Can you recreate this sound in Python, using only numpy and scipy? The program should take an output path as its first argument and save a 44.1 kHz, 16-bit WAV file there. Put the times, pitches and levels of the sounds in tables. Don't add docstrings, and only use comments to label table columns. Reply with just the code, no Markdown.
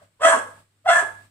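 import sys
import numpy as np
from scipy import signal
from scipy.fft import rfft, irfft
from scipy.io import wavfile
from scipy.ndimage import uniform_filter1d

SR = 44100
rng = np.random.default_rng(int(sys.argv[2]) if len(sys.argv) > 2 else 0)


def pcm_store(signal):
    levels = np.round(np.clip(np.atleast_2d(signal), -1, 1) * 32767)
    wavfile.write(sys.argv[1], SR, levels.astype(np.int16).T)


N = 57330

# (frequency [Hz], level [dB])
THROAT_CURVE = [(100, -39), (280, -29), (450, -15.5), (660, -2), (880, -4.5), (1150, 1), (1420, -5),
                (1660, 1), (1850, -12), (2030, -7), (2300, -18), (2650, -16), (2950, -19.5), (3350, -12),
                (3850, -32.5), (4200, -23.5), (4650, -36.5), (5200, -24.5), (7000, -35), (12000, -55)]
# (frequency [Hz], fade time [s])
ROOM_FADE = [(150, 0.42), (500, 0.42), (1500, .41), (3500, 0.34), (8000, 0.38), (14000, 0.56)]


def undb(db):
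    return 10 ** (np.asarray(db) / 20)


def unit(x):
    return x / np.sqrt(np.mean(x ** 2) + 1e-20)


def lookup(hz, points):
    frequencies, values = np.array(points, float).T
    return np.interp(np.log(np.maximum(hz, 1)), np.log(frequencies), values)


def colour(x, points):
    hz = np.fft.rfftfreq(N, 1 / SR)
    return irfft(rfft(x) * undb(lookup(hz, points)), N)


def resonance(hz, centre_hz, width_hz):
    detuning = (hz ** 2 - centre_hz ** 2) / (np.maximum(hz, 1) * width_hz)
    return 1 / np.sqrt(1 + detuning ** 2)


def walk(rate):
    steps = rng.standard_normal(4096)
    return unit(np.interp(np.arange(N) / SR * rate, np.arange(4096), steps))


def stereo_noise():
    likeness_hz = 600
    hz = np.fft.rfftfreq(N, 1 / SR)
    alike = .85 / (1 + (hz / likeness_hz) ** 6)
    mid, side = rfft(rng.standard_normal((2, N)))
    mid = mid * np.sqrt(1 + alike)
    side = side * np.sqrt(1 - alike)
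    return unit(irfft(np.array([mid + side, mid - side]), N))


def background(t):
    # (frequency [Hz], level [dB])
    house_curve = [(25, -0.5), (60, -1.5), (150, 4), (300, -2.5), (600, -9), (1500, -6.5), (4500, -12),
                   (6500, -17.5), (8000, -6), (11000, -20.5), (15500, -20.5)]
    house_db, hum_hz, hum_db = -58, 100.3, -59.5
    hum = np.sqrt(2) * np.sin(2 * np.pi * hum_hz * t) * undb(hum_db + walk(1.7))
    return hum + undb(house_db) * unit(colour(stereo_noise(), house_curve))


def lingering(t):
    start_db = -53
    fade_s = lookup(1000, ROOM_FADE)
    return undb(start_db - 60 * t / fade_s) * unit(colour(stereo_noise(), THROAT_CURVE))


def grunt(t, at, length, db, hz):
    width_hz = .35 * hz
    shape = resonance(np.fft.rfftfreq(N, 1 / SR), hz, width_hz) ** 2
    air = unit(irfft(rfft(rng.standard_normal(N)) * shape, N))
    swell = np.exp(-.5 * ((t - at) / length) ** 2)
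    return undb(db) * swell * air


def vocal_folds(hz, phase, slope):
    split_hz, split_width_hz = 1670, 230
    tone, split = 0, 0
    for k in np.arange(1, 10):
        tone_db = lookup(k * hz, THROAT_CURVE) + slope * np.log2(k)
        tone = tone + undb(tone_db) * np.sin(k * phase)
        half = k - .5
        split_gain = undb(lookup(half * hz, THROAT_CURVE)) * resonance(half * hz, split_hz, split_width_hz)
        split = split + split_gain * np.sin(half * phase)
    return tone, split


def throat_rasp(puffs):
    return unit(colour(puffs * rng.standard_normal(N), THROAT_CURVE))


def teeth_hiss(puffs, t):
    # (frequency [Hz], level [dB])
    teeth_curve = [(3500, -32), (5800, -18.5), (6500, -7), (7000, -12), (8100, 0.5), (9000, -9),
                   (10000, -16), (11300, -20), (12100, -36.5), (13500, -29), (15000, -59.5)]
    # (delay [s], level [dB])
    bounces = [(.00162, -11), (.00265, -11)]
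    hiss = puffs * rng.standard_normal(N)
    echoes = sum(undb(db) * np.interp(t - delay, t, hiss) for delay, db in bounces)
    return unit(colour(hiss + echoes, teeth_curve))


def bark(rows, t):
    jitter, jitter_rate = .036, 240
    shimmer_db, shimmer_rate = 2.8, 200
    pulsing = 0.71
    hiss_db = -11
    hiss_onset_db = -28

    times, pitch, *levels, slopes = np.array(rows, float).T
    fade_in = np.clip((t - times[0]) / .004 + 1, 0, 1)
    fade_out = np.clip((times[-1] - t) / 0.0061 + 1, 0, 1)
    edge = fade_in * fade_out
    tone_level, split_level, rasp_level = (edge * undb(np.interp(t, times, db)) for db in levels)

    hz = np.interp(t, times, pitch) * (1 + jitter * walk(jitter_rate))
    phase = 2 * np.pi * np.cumsum(hz) / SR
    tone, split = vocal_folds(hz, phase, np.interp(t, times, slopes))
    puffs = 1 + pulsing * np.cos(phase / 2)
    rasp = throat_rasp(puffs)
    hiss = teeth_hiss(puffs, t)

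    shimmer = undb(shimmer_db * walk(shimmer_rate))
    voice = shimmer * (tone_level * tone + split_level * split + rasp_level * rasp)
    air_speed = np.minimum(rasp_level / undb(hiss_onset_db), 1)
    return voice, shimmer * rasp_level * undb(hiss_db) * hiss * air_speed


def room(t):
    tail_db, early_db, direct_db = -6, -2, -2
    early_s = 0.0082
    right_lag_s = 0.000094
    hz = np.fft.rfftfreq(N, 1 / SR)
    noise = rfft(stereo_noise())
    tail = 0
    for k, (_, fade_s) in enumerate(ROOM_FADE):
        share = lookup(hz, [(f, j == k) for j, (f, _) in enumerate(ROOM_FADE)])
        tail = tail + irfft(noise * share, N) * undb(-60 * t / fade_s)
    tail = tail * np.clip(t / 0.01, 0, 1)
    early = stereo_noise() * np.exp(-t / early_s) * (t > .002)
    response = (undb(tail_db) * unit(tail) + undb(early_db) * unit(early)) / np.sqrt(N)
    direct = np.array([t == 0, np.sinc((t - right_lag_s) * SR) * (t < .001)])
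    return response + undb(direct_db) * direct


def even(response):
    even_hz = 90
    spectrum = rfft(response)
    power = uniform_filter1d(np.abs(spectrum) ** 2, int(even_hz * N / SR), axis=1)
    return irfft(spectrum * np.sqrt(power.mean() / power), N)[:, :N // 2]


def scene():
    # (time [s], pitch [Hz], clear tone [dB], half-pitch lines [dB], rasp [dB],
    # overtone slope [dB per octave])
    first_bark = [(.194, 449.8, -41.5, -79, -61, -10), (.207, 529.5, -21.5, -69.5, -40, -20),
                  (.219, 636.6, -22, -64.5, -29.5, -4.5), (.238, 634.6, -17, -40, -28, 1),
                  (.25, 671.8, -5, -49, -16.5, -2), (.276, 643.4, -8.5, -11.5, -19.5, -11.5),
                  (.305, 643, -27.5, -18.5, -18.5, -5.5), (.336, 633.4, -28.5, -9.5, -23, -6.5),
                  (.354, 601, -29, -35, -29.5, 0), (.392, 508.5, -32, -60, -28.5, -16)]
    second_bark = [(.846, 630.6, -34.5, -80, -67.5, -12), (.858, 660, -33, -68.5, -45.5, -5),
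                   (.868, 745.7, -11.5, -64, -37, -21.5), (.879, 717.7, -14, -41, -30, -1),
                   (.889, 697.5, -6, -70, -24.5, -1.5), (.912, 690.7, -10.5, -15, -24.5, -2),
                   (.942, 677.4, -19.5, -13.5, -22.5, -0.5), (.98, 661.3, -19, -7.5, -26, -11.5),
                   (.998, 655.4, -28, -19.5, -25, -7), (1.04, 562.5, -53, -40, -41, 3)]
    # (time [s], length [s], level [dB], resonance [Hz])
    jaw_puffs = [(0.266, 0.019, -41.5, 326.3), (0.335, 0.024, -21, 1083), (0.362, 0.021, -38.5, 265.3),
                 (0.37, .014, -26.5, 560), (1.006, 0.0091, -26, 980), (1.029, 0.012, -41, 386)]
    # (time [s], length [s], level [dB], resonance [Hz])
    mutter = (.02, .008, -49, 570)
    voice_right_db, hiss_right_db = 1, 12.5
    t = np.arange(N) / SR
    voice, hiss = np.add(bark(first_bark, t), bark(second_bark, t))
    voice = voice + sum(grunt(t, *row) for row in jaw_puffs) + grunt(t, *mutter)
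    side = np.array([[-.5], [.5]])
    dog = voice * undb(side * voice_right_db) + hiss * undb(side * hiss_right_db)
    ringing = signal.fftconvolve(dog, even(room(t)), axes=1)[:, :N]
    return ringing + lingering(t) + background(t)


def record(dry):
    quiet_db, knee_db, duck_db = -52, 8, -12
    sense_hz, sense_s = 398, 0.026
    top_hz = 15400
    listen = signal.butter(2, sense_hz, "high", fs=SR, output="sos")
    sensed = np.mean(signal.sosfilt(listen, dry) ** 2, axis=0)
    keep = np.exp(-1 / (sense_s * SR))
    power, _ = signal.lfilter([1 - keep], [1, -keep], sensed, zi=[undb(quiet_db) ** 2])
    level_db = 10 * np.log10(power + 1e-12)
    quiet = np.clip((quiet_db - level_db) / knee_db + .5, 0, 1)
    out = np.clip(dry * undb(duck_db * quiet), -1, 1)
    return signal.sosfilt(signal.ellip(8, .2, 80, top_hz, fs=SR, output="sos"), out)


dry = scene()
out = record(dry)
pcm_store(out)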